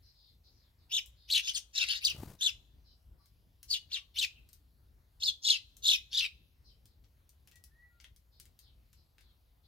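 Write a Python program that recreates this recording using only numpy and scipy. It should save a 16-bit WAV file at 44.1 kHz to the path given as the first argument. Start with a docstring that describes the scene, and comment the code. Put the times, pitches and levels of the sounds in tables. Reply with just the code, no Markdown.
"""Quiet yard under wooden eaves: small birds chirp in clusters, one bird flutters past.
A chirp is a few rough, overlapping pitch sweeps with overtones, an undertone, rasp and hiss.
Far birds and a thin whistle are pitched voices with echoes; dry ticks are decaying noise bursts.
The flutter is wing pulses over shaped noise; the yard is patchy noise with a low rumble."""
import sys
import numpy as np
from scipy import signal
from scipy.fft import rfft, irfft, next_fast_len
from scipy.io import wavfile
from scipy.ndimage import uniform_filter1d, map_coordinates

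SR = 44100
rng = np.random.default_rng(int(sys.argv[2]) if len(sys.argv) > 2 else 0)


def to_wav(sig):
    """Store sig (one row per channel, or 1-D mono) as 16-bit WAV at the path in sys.argv[1].

    Samples outside -1..1 are clipped; the rate is SR.
    """
    pcm = np.clip(np.atleast_2d(sig), -1, 1) * 32767
    pcm = np.round(pcm).astype(np.int16)
    wavfile.write(sys.argv[1], SR, pcm.T)  # frames by channels


N = 426447


def amp(db):
    """Decibels to gain."""
    return 10 ** (np.asarray(db) / 20)


def evened(x):
    """Scales to unit rms."""
    return x / np.sqrt(np.mean(abs(x) ** 2) + 1e-20)


def read(points, hz):
    """Reads a spectrum on a log-frequency axis."""
    point_hz, value = np.transpose(points)
    return np.interp(np.log(hz + 1), np.log(point_hz + 1), value)


def curves(rows):
    """Start time and the columns of a table at every sample."""
    s, *columns = np.transpose(rows)
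    t = np.arange(s[0], s[-1], 1 / SR)
    return s[0], [np.interp(t, s, column) for column in columns]


def add(mix, s, sound):
    """Mixes a sound in at a time."""
    part = mix[..., round(s * SR):][..., :sound.shape[-1]]
    part += sound[..., :part.shape[-1]]


def filtered(x, order, hz, kind="lowpass"):
    """Butterworth filter, run forward."""
    return signal.sosfilt(signal.butter(order, hz, kind, fs=SR, output="sos"), x)


def band(count, lo_hz, hi_hz):
    """Unit-rms noise between two frequencies."""
    edges_hz = np.clip([lo_hz, hi_hz], 1, SR / 2 - 1)
    return evened(filtered(rng.standard_normal(count), 2, edges_hz, "bandpass"))


def coloured(count, spectrum):
    """Unit-rms noise with a given spectrum."""
    gain = amp(read(spectrum, np.fft.rfftfreq(count, 1 / SR)))
    return evened(irfft(rfft(rng.standard_normal(count)) * gain, count))


def placed(x, pan_db, lag_ms=0.):
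    """One sound at two microphones: left louder by pan_db and later by lag_ms."""
    shift = np.exp(-2j * np.pi * np.fft.rfftfreq(len(x), 1 / SR) * lag_ms / 1000)
    left = irfft(rfft(x) * shift, len(x))
    return np.array([amp(pan_db / 2) * left, amp(-pan_db / 2) * x])


def echoes(x, first_ms, decay_scale):
    """Sparse taps of random sign, other ones for each microphone, each band dying at its own speed."""
    # decay time under the eaves: (frequency [Hz], t60 [s] at decay_scale 1)
    eaves_t60 = [(1500, 0.2), (4000, 0.19), (10000, 0.17)]
    taps, first = np.zeros((2, SR // 2)), round(first_ms * SR / 1000)
    slots = np.arange(first, SR // 2 - 20, 20)
    at = slots + rng.integers(0, 20, (2, len(slots)))  # one tap in every 20 samples
    np.put_along_axis(taps, at, rng.choice([-1., 1.], at.shape), 1)
    hz, t, z = signal.stft(taps, SR, nperseg=256)
    t60_s = decay_scale * read(eaves_t60, hz)[:, None]
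    tail = signal.istft(z * amp(-60 * t / t60_s), SR, nperseg=256)[1]
    return signal.oaconvolve(x, tail / np.linalg.norm(tail[0]), axes=1)[:, :N]


def voice(hz, rough):
    """One side of the syrinx as a turning pointer; roughness shakes its pitch and breaks it into throbs."""
    shaken_hz = hz * (1 + 0.12 * rough * band(len(hz), 60, 500))
    throb = amp(4.3 * rough * band(len(hz), 40, 320))
    turns = np.cumsum(shaken_hz) / SR + rng.random()
    return np.sqrt(2) * evened(throb) * np.exp(2j * np.pi * turns)


def yard():
    """Random short-time spectra with drifting patches, partly alike left and right, and a faint hum."""
    # background spectrum: (frequency [Hz], relative density [dB])
    air_spectrum = [(15, -43), (36, -5.5), (60, 0.5), (110, -10), (190, -22), (260, -24), (400, -28.5),
                    (1100, -34), (2500, -39.5), (4500, -37), (6500, -44.5), (9000, -48.5), (11500, -37.5),
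                    (16000, -40.5)]
    # left-right likeness: (frequency [Hz], correlation [-1 to 1])
    likeness = [(60, 1), (290, 0.65), (1400, 0), (6800, 0.89), (15000, 0.01)]
    air_db, hum_db = -64, -73.5  # mean of both sides, ahead of the left-right tilt
    frames, hz = N // 256 + 5, np.fft.rfftfreq(1024, 1 / SR)
    a, b, c, d, patches = rng.standard_normal((frames, 513, 5)).T
    patches = evened(uniform_filter1d(uniform_filter1d(patches, 20, 0), 20, 1))
    same = np.clip(read(likeness, hz), -1, 1)[:, None]
    left, other = a + 1j * b, c + 1j * d
    z = np.array([left, same * left + np.sqrt(1 - same ** 2) * other])
    z *= amp(2.0 * patches)
    white = signal.istft(z, nperseg=1024, noverlap=768)[1][:, :N]
    size = next_fast_len(N)
    colour = amp(read(air_spectrum, np.fft.rfftfreq(size, 1 / SR)))
    air = irfft(rfft(white, size) * colour, size)[:, :N]
    hum = amp(hum_db) * band(N, 52, 55)
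    return (amp(air_db) * evened(air) + hum) * amp([[1], [-1]])


def far_birds():
    """Rough calls, most of them falling in pitch; high ones are three strands 12 % apart."""
    # far calls: (time [s], level ahead of the echoes [dB], start pitch [Hz], length [s], pitch fall [share])
    far_calls = [(0.019, -66.5, 4770, 0.097, 0.018), (0.125, -66, 4470, 0.2, 0.096),
                 (0.432, -65.5, 4481, 0.064, 0), (0.495, -74, 5660, 0.2, 0.363),
                 (0.774, -75, 4670, 0.066, 0.15), (1.155, -67, 4230, 0.16, 0),
                 (2.834, -67.5, 4574, 0.11, 0), (2.867, -81, 3170, 0.064, 0.07), (3.174, -76, 4670, .12, 0),
                 (4.34, -63.5, 2990, 0.048, 0.18), (6.637, -65, 4810, 0.077, 0.08),
                 (6.681, -75, 3210, 0.051, 0.045), (6.853, -78.5, 4640, 0.094, 0.149),
                 (8.31, -71, 4410, 0.085, 0.018), (8.6, -67.5, 4887, 0.1, 0.33),
                 (8.931, -75.5, 4700, 0.1, 0.024), (9.17, -74, 4296, 0.16, 0.16),
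                 (3.189, -75, 1152, 0.036, 0.0061), (3.969, -69, 1160, 0.023, 0.033),
                 (9.63, -71, 4100, .04, 0.04)]
    calls = np.zeros(N)
    for s, db, hz, length_s, fall in far_calls:
        u = np.linspace(0, 1, round(length_s * SR))
        pitch_hz, spread = hz * (1 - fall * u), .12 * (hz > 3400)
        strands = voice(pitch_hz * (1 + spread), 0.48) + voice(pitch_hz, .36)
        strands += voice(pitch_hz * (1 - spread), 0.36)
        add(calls, s, amp(db) * evened(strands.real) * np.sin(np.pi * u) ** 0.5)
    return echoes(np.array([calls, calls]), 0.98, 1.315) * amp([[1.5], [-1.5]])  # echoes only


def sweep(t, crest_s, db, start_hz, crest_hz, end_hz, climb_s, fall_s, lost_db):
    """Pitch, gain and nearness to the crest of one sweep: a quick climb, then a sagging fall."""
    climb_db, swell = 8.5, .6  # level gained in the climb; swell under 1: most of it just before the crest
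    attack_db_per_s, release_db_per_s = 2600, 1600  # before the climb, after the fall
    sag = .7  # under 1: the pitch moves fastest just after the crest
    flare_db, flare_s, crest_width_s = 3, 0.0036, .006
    up = np.maximum(crest_s - t, 0) / max(climb_s, 1e-3)
    down = np.maximum(t - crest_s, 0) / max(fall_s, 1e-3)
    hz = crest_hz - (crest_hz - start_hz) * np.minimum(up, 1.3)
    hz -= (crest_hz - end_hz) * np.minimum(down, 2) ** sag
    level_db = db - climb_db * np.minimum(up, 1) ** swell - lost_db * np.minimum(down, 1)
    level_db += flare_db * np.exp(-((t - crest_s) / flare_s) ** 2)
    level_db -= attack_db_per_s * climb_s * np.maximum(up - 1, 0)
    level_db -= release_db_per_s * fall_s * np.maximum(down - 1, 0)
    return np.maximum(hz, 1500), amp(level_db), np.exp(-((t - crest_s) / crest_width_s) ** 2)


def stranded(x):
    """Random ridges and valleys laid over the spectrum of a noise."""
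    depth_db, width_hz = 5, 249.2
    z = rfft(x)
    width = max(round(width_hz * len(x) / SR), 1)
    ridges = evened(uniform_filter1d(uniform_filter1d(rng.standard_normal(len(z)), width), width))
    return evened(irfft(z * amp(depth_db * ridges), len(x)))


def throat_noise(main_hz):
    """Rasp: noise read faster or slower, so that its colour and strands partly ride on the main pitch."""
    # noise in a throat tuned to 3.5 kHz: (frequency [Hz], relative density [dB])
    rasp_spectrum = [(2000, -50), (2500, -14), (3500, -3), (4900, -7), (6600, -7.5), (8000, -28),
                     (10000, -39)]
    tuning = uniform_filter1d(main_hz, 300) / 3500
    position = np.cumsum(tuning ** 0.65)
    return map_coordinates(stranded(coloured(2 * len(main_hz), rasp_spectrum)), [position], order=3)


def breath(effort, since_start_s, lead_s):
    """Gain of the air: it swells less than the voices and comes in short puffs."""
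    floor_db = -22.5  # air through the whole chirp, against its usual effort
    usual = np.percentile(effort, 85)
    floor = amp(floor_db) * np.minimum(since_start_s / lead_s, 1) ** 2
    puffs = evened(amp(3.4 * band(len(effort), 40, 300).clip(-3, 1.8)))
    return usual * (effort / usual + floor) ** 0.5 * puffs


def chirp(rows, rough, rasp_db, overtone_db, undertone_db, hiss_db, pan_db, lag_ms):
    """The voices share one windpipe: their product adds overtones; the throat follows the loudest pitch."""
    lead_s, trail_s = .03, .02  # air before the first sweep and after the last
    clean_crest = 0.67  # share of the roughness that leaves near the crest
    chatter_hz, chatter = 519.4, 0.8  # beat rate; depth factor at full roughness
    break_db, warble = 7.5, .12  # level break-up and pitch swing at full chatter depth
    third_db = -35  # third overtone against the voices

    start_s = rows[0][0] - rows[0][5] - lead_s
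    t = np.arange(start_s, max(row[0] + row[6] for row in rows) + trail_s, 1 / SR)
    hz, gain, crest = np.transpose([sweep(t, *row) for row in rows], (1, 0, 2))
    count, rough = len(t), np.clip(rough * (1 - clean_crest * crest), 0, 1)
    effort = np.linalg.norm(gain, axis=0)
    main_hz = (hz * gain ** 2).sum(0) / effort ** 2

    # away from the crest the voices chatter and break up
    beat_hz = [chatter_hz * (1 + .13 * band(count, 10, 80)) for _ in rows]
    beats = np.cos(2 * np.pi * np.cumsum(beat_hz, axis=1) / SR)
    depth = np.clip(chatter * (1 - crest) * rough ** 0.9, 0, 1)
    breaks = amp(break_db * depth * [band(count, 35, 110).clip(-2.5, 1) for _ in rows])
    swing = depth * beats
    voices = sum(g * (1 + w) * voice(f * (1 + warble * w), r)
                 for f, g, r, w in zip(hz, gain * breaks, rough, swing))

    overtones = filtered((voices ** 2 / effort).real, 3, 8400)
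    third = (voices ** 3 / effort ** 2).real
    undertone = voice(main_hz / 2, 0.94).real  # every second cycle is weaker
    hiss = band(count, 9500, 14500)
    hiss = hiss * evened(amp(3.0 * band(count, 15, 90)))  # uneven, in gusts of its own
    noise = amp(rasp_db) * throat_noise(main_hz) + amp(undertone_db) * undertone + amp(hiss_db) * hiss
    sound = voices.real + amp(overtone_db) * overtones + amp(third_db) * third
    sound += breath(effort, t - start_s, lead_s) * noise
    sound = filtered(sound * signal.windows.tukey(count, .2), 4, 1200, "highpass")
    return start_s, placed(sound, pan_db, lag_ms)


def boards(x):
    """Single early reflections off the beams and wall, each at its own delay left and right."""
    taps = np.zeros((2, 1000))
    # (left delay [ms], right delay [ms], level [dB])
    for left_ms, right_ms, db in [(1.1, 1.7, -8.5), (2.6, 2.1, -2.5), (4.3, 5.2, -6), (7.5, 5, -11)]:
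        taps[[0, 1], np.round(np.array([left_ms, right_ms]) * SR / 1000).astype(int)] = amp(db)
    return signal.oaconvolve(x, taps, axes=1)[:, :N]


def near_birds():
    """Chirps under the eaves, with board reflections, a short tail and late faint echoes."""
    # one table a chirp, one row a sweep, the two sides of the syrinx taking turns:
    # (crest time [s], relative level [dB], start pitch [Hz], crest pitch [Hz], end pitch [Hz],
    #  climb [s], fall [s], level lost in the fall [dB])
    chirp_sweeps = [
        [(.942, -30, 2910, 3705, 3293, 0.023, 0.021, 4.5), (.967, -28.5, 3084, 3918, 2504, 0.0054, 0.022, 11.5),
         (.977, -32, 3273, 3125, 2990, 0.0051, 0.011, 2.5)],
        [(1.327, -26.5, 3130, 4506, 2980, 0.025, 0.026, 6), (1.357, -25.5, 3310, 4205, 3320, 0.01, 0.024, 6.5),
         (1.363, -27, 3300, 3073, 2752, 0.0081, .037, 7)],
        [(1.45, -45, 3283, 3537, 3400, .015, 0.048, 3.5), (1.477, -41, 4500, 4850, 5050, .01, 0.022, 3.5),
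         (1.487, -32.5, 2580, 3150, 2960, 0.013, 0.026, 10.5)],
        [(1.552, -34.5, 4306, 4550, 4310, 0.0078, 0.0084, 8.5),
         (1.56, -35.5, 3380, 3407, 3004, 0.0051, 0.022, 6.5),
         (1.573, -43.5, 5350, 5620, 5973, 0.0071, 0.016, 7.5)],
        [(1.764, -36, 3698, 4010, 3500, .01, 0.0081, 4), (1.78, -27, 3900, 4196, 3200, .005, .02, 13),
         (1.812, -30, 3154, 3795, 3770, .012, 0.025, 8), (1.82, -31.5, 3045, 2647, 2634, 0.024, 0.023, 2)],
        [(1.885, -41, 3700, 3950, 3700, .016, .008, 2), (1.901, -30.5, 2890, 3066, 2960, .012, 0.06, 14.5),
         (1.915, -31, 4320, 4500, 4300, 0.022, 0.017, 11.5), (1.955, -41, 4280, 4539, 4250, 0.013, 0.024, 6.5),
         (1.96, -40, 3540, 3844, 3625, .02, 0.022, 6.5)],
        [(2.046, -40, 2400, 3194, 3300, .018, 0.0027, 2), (2.053, -21.5, 3600, 4954, 4310, .008, .008, 8),
         (2.067, -27, 3700, 4200, 2895, .006, 0.015, 6.5), (2.1, -36, 2650, 3150, 2603, .014, .014, 2.5)],
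        [(2.424, -28.5, 3326, 3600, 3580, .012, 0.0061, 5), (2.436, -28, 3496, 4140, 3420, 0.012, 0.025, 3.5),
         (2.464, -30, 3690, 4390, 3780, 0.0049, 0.0053, 8), (2.466, -25, 3420, 3579, 2690, 0.0041, 0.028, 12)],
        [(3.713, -28.5, 4875, 4546, 4443, 0.0097, 0.0125, 4.5), (3.73, -27.5, 4359, 4635, 3350, .004, 0.019, 8),
         (3.74, -36.5, 3304, 3040, 2904, 0.0057, 0.034, 5.5), (3.75, -38, 3500, 3625, 3300, 0.011, 0.018, 6)],
        [(3.933, -34.5, 3300, 4460, 4224, .014, 0.0081, 2.5),
         (3.943, -32.5, 4243, 3908, 3226, 0.0038, 0.019, 6.5), (3.956, -34.5, 3473, 3294, 2745, .008, 0.03, 11)],
        [(4.172, -38, 2700, 3150, 3000, .008, 0.0093, 1.5), (4.189, -26.5, 3200, 4150, 3650, .005, 0.011, 4),
         (4.216, -30, 3300, 3170, 2900, .005, 0.0119, 4.5), (4.237, -31, 2800, 2700, 2450, .014, .014, 5),
         (4.23, -33, 3300, 3870, 2800, 0.00495, 0.012, 3), (4.226, -40, 5300, 5100, 3900, .008, 0.024, 2)],
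        [(5.236, -29, 3348, 4050, 4900, .012, .013, 9), (5.213, -48, 3503, 4050, 4200, .012, 0.0073, 2),
         (5.25, -39, 4570, 5400, 4510, 0.019, 0.023, -7), (5.258, -32.5, 4420, 4300, 3750, 0.0027, 0.013, .1),
         (5.28, -28, 3720, 3596, 3325, .01, 0.02, 3.5), (5.284, -31, 4390, 4250, 4120, 0.0085, 0.012, 2)],
        [(5.448, -36, 4100, 4360, 4190, 0.0061, 0.0086, 1.5),
         (5.475, -25.5, 3403, 4100, 3010, .025, 0.015, 6.5), (5.49, -27.5, 4380, 4580, 4200, 0.0054, .006, 6),
         (5.505, -16, 3314, 4340, 3735, 0.0067, 0.0035, 10.5),
         (5.512, -25.5, 3800, 3606, 2608, .004, 0.054, 13)],
        [(5.856, -30, 3487, 3860, 3575, .012, 0.01, 0), (5.871, -26, 3480, 4302, 3484, 0.0051, 0.019, -5),
         (5.901, -24, 3320, 4264, 3196, 0.0055, 0.018, -1), (5.934, -23.5, 3032, 3777, 3000, 0.00456, 0.016, 9),
         (5.945, -32, 2597, 2559, 2490, .02, .014, 5)],
        [(6.148, -31.5, 3277, 3687, 3317, .018, 0.016, 6.5), (6.177, -25, 3357, 4144, 3276, 0.0084, .013, 4.5),
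         (6.194, -29, 3533, 4190, 2900, 0.00447, 0.016, 1), (6.232, -33.5, 2550, 2750, 2480, .024, 0.032, 3),
         (6.222, -38, 3300, 3180, 3100, 0.015, 0.0312, 5.5)],
    ]
    # one row a chirp: (roughness away from the crest [0-1], rasp [dB], overtone [dB], undertone [dB],
    #  air hiss [dB], left minus right [dB], left lag [ms])
    manners = [(0.3, -9, -13, -47, -21, 2, -0.054), (0.6, -11, -20.5, -46, -25, 3, 0),
               (0.56, -4, -19.5, -28, -22, 3, 0.22), (0.57, -7, -5.5, -24.5, -18, 5, .2),
               (0.55, -6, -34.5, -22, -27.5, 3.5, .25), (.65, -7.5, -35, -19.5, -29, 4, .25),
               (0.3, -7.5, -15.5, -34, -19.5, 3.5, .2), (0.4, -13, -15, -30, -25, 3, 0.231),
               (0.38, -11, -18, -41.5, -27, 4, -0.068), (0.56, -12, -23.5, -33.5, -34.5, 4, -0.061),
               (0.46, -11, -15.5, -40, -21.5, 3, 0), (0.22, -12, -24.5, -36.5, -29.5, 1.5, .25),
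               (.45, -8.5, -19, -41.5, -30.5, 3, 0.28), (0.44, -7, -21, -48, -22.5, 2, 0.2349),
               (0.39, -7, -23.5, -34, -26.5, 2, 0.019)]
    birds = np.zeros((2, N))
    for rows, manner in zip(chirp_sweeps, manners):
        add(birds, *chirp(rows, *manner))
    near = amp(-2.0) * (birds + amp(-4.0) * boards(birds) + amp(-11) * echoes(birds, 8, 1.0))
    return near + amp(-33.5) * echoes(birds, 30, 3.7)  # far walls of the yard


def ticks():
    """Each tick is a sharp bright snap and a duller, scratchy knock, both decaying noise, with echoes."""
    # (time [s], relative snap level [dB], relative knock level [dB])
    tick_rows = [(1.06, -41.5, -78.5), (3.2583, -52.5, -70), (3.6297, -35, -58.5), (4.4897, -47, -63),
                 (4.5309, -40, -63), (5.7682, -42, -80), (6.8559, -47, -69), (7.0397, -74, -63),
                 (7.2924, -46.5, -73), (7.474, -45.5, -58), (7.514, -49, -58.5), (7.5573, -46, -63),
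                 (7.6392, -38.5, -81), (8, -65, -51.5), (8.011, -53, -59), (8.0419, -50, -50),
                 (8.1623, -48, -69.5), (8.3996, -37.5, -59), (8.4545, -48, -60), (8.5905, -42, -71.5),
                 (8.9301, -51, -63), (9.182, -58, -57.5), (9.2083, -56, -57)]
    dry_ticks, t = np.zeros((2, N)), np.arange(2500) / SR
    for s, snap_db, knock_db in tick_rows:
        snap = amp(snap_db - 9.0 - 60 * t / 0.017) * band(len(t), 3630, 16000)
        scratch_db = 7.3 * band(len(t), 48, 320)
        knock = amp(knock_db - 8 - 60 * t / 0.036 + scratch_db) * band(len(t), 1550, 5100)
        add(dry_ticks, s, placed(snap + knock, 4.87))
    return dry_ticks + amp(0.0) * echoes(dry_ticks, 3.7, 0.92)


def wings():
    """Each stroke pushes a lump of air and the feathers swish, over stirred air."""
    # wing strokes: (time [s], thrust of air [dB], feather swish [dB], width [ms])
    strokes = [(2.149, -40.5, -85, 2.6), (2.188, -37.5, -72, 3.7), (2.204, -40, -90, 4.5),
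               (2.226, -40, -85, 3.2), (2.235, -33.5, -57.5, 1.46), (2.276, -44, -68, 3.3),
               (2.315, -49, -67.5, 1.6)]
    # stirred air: (time [s], relative level [dB])
    flutter = [(2.08, -49.5), (2.232, -43.5), (2.33, -48), (2.41, -58)]
    # (frequency [Hz], relative density [dB])
    air_spectrum = [(30, -4.5), (100, 1.5), (300, -10.5), (1200, -21.0), (2400, -27.5), (16000, -28.0)]
    out, t = np.zeros(N), np.arange(-1000, 1000) / SR
    for s, thrust_db, swish_db, width_ms in strokes:
        u = t * 1000 / width_ms
        push = -amp(thrust_db) * np.sin(2.23 * u) * np.exp(-u ** 2 / 2)
        feathers = band(len(t), 3500, 15500) + amp(9.5) * band(len(t), 270, 930)
        swish = amp(swish_db) * feathers * np.exp(-(t / 0.0038) ** 2)
        add(out, s + t[0], push + swish)
    s, (db,) = curves(flutter)
    air = coloured(len(db), air_spectrum) * signal.windows.tukey(len(db), .45)
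    add(out, s, amp(db - 9.0 + 2.7 * band(len(db), 11.7, 70)) * air)
    # the bass reaches both microphones more alike
    low = signal.sosfiltfilt(signal.butter(2, 350, fs=SR, output="sos"), out)
    return placed(low, 1.8) + placed(out - low, 7.5)


def far_whistle():
    """Three clean gliding notes, nearly steady voices, with echoes."""
    # one table a note: (time [s], pitch [Hz], relative level [dB])
    notes = [
        [(7.515, 1900, -84.5), (7.57, 1930, -64.5), (7.6, 1930, -80.5), (7.71, 1917, -85)],
        [(7.695, 1710, -81.5), (7.76, 1877, -74), (7.84, 1952, -63.5), (7.89, 1935, -76.5), (7.99, 1926, -84)],
        [(7.895, 1420, -84), (7.97, 1402, -79.5), (8.03, 1360, -84)],
    ]
    whistle = np.zeros(N)
    for rows in notes:
        s, (hz, db) = curves(rows)
        add(whistle, s, amp(db) * voice(hz, 0.083).real * signal.windows.tukey(len(hz), .2))
    return placed(whistle, 2.6) + amp(-3.5) * echoes(np.array([whistle, whistle]), 4.4, 1.2)


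def scene():
    """The yard, far and near birds, ticks, wings and the whistle."""
    return yard() + far_birds() + near_birds() + ticks() + wings() + far_whistle()


def record(dry):
    """The band limit of the recorder: a linear-phase lowpass."""
    edge_hz = 15900
    lowpass = signal.firwin(511, edge_hz, window=("kaiser", 9), fs=SR)
    return signal.oaconvolve(dry, lowpass[None], "same")


dry = scene()
out = record(dry)
to_wav(out)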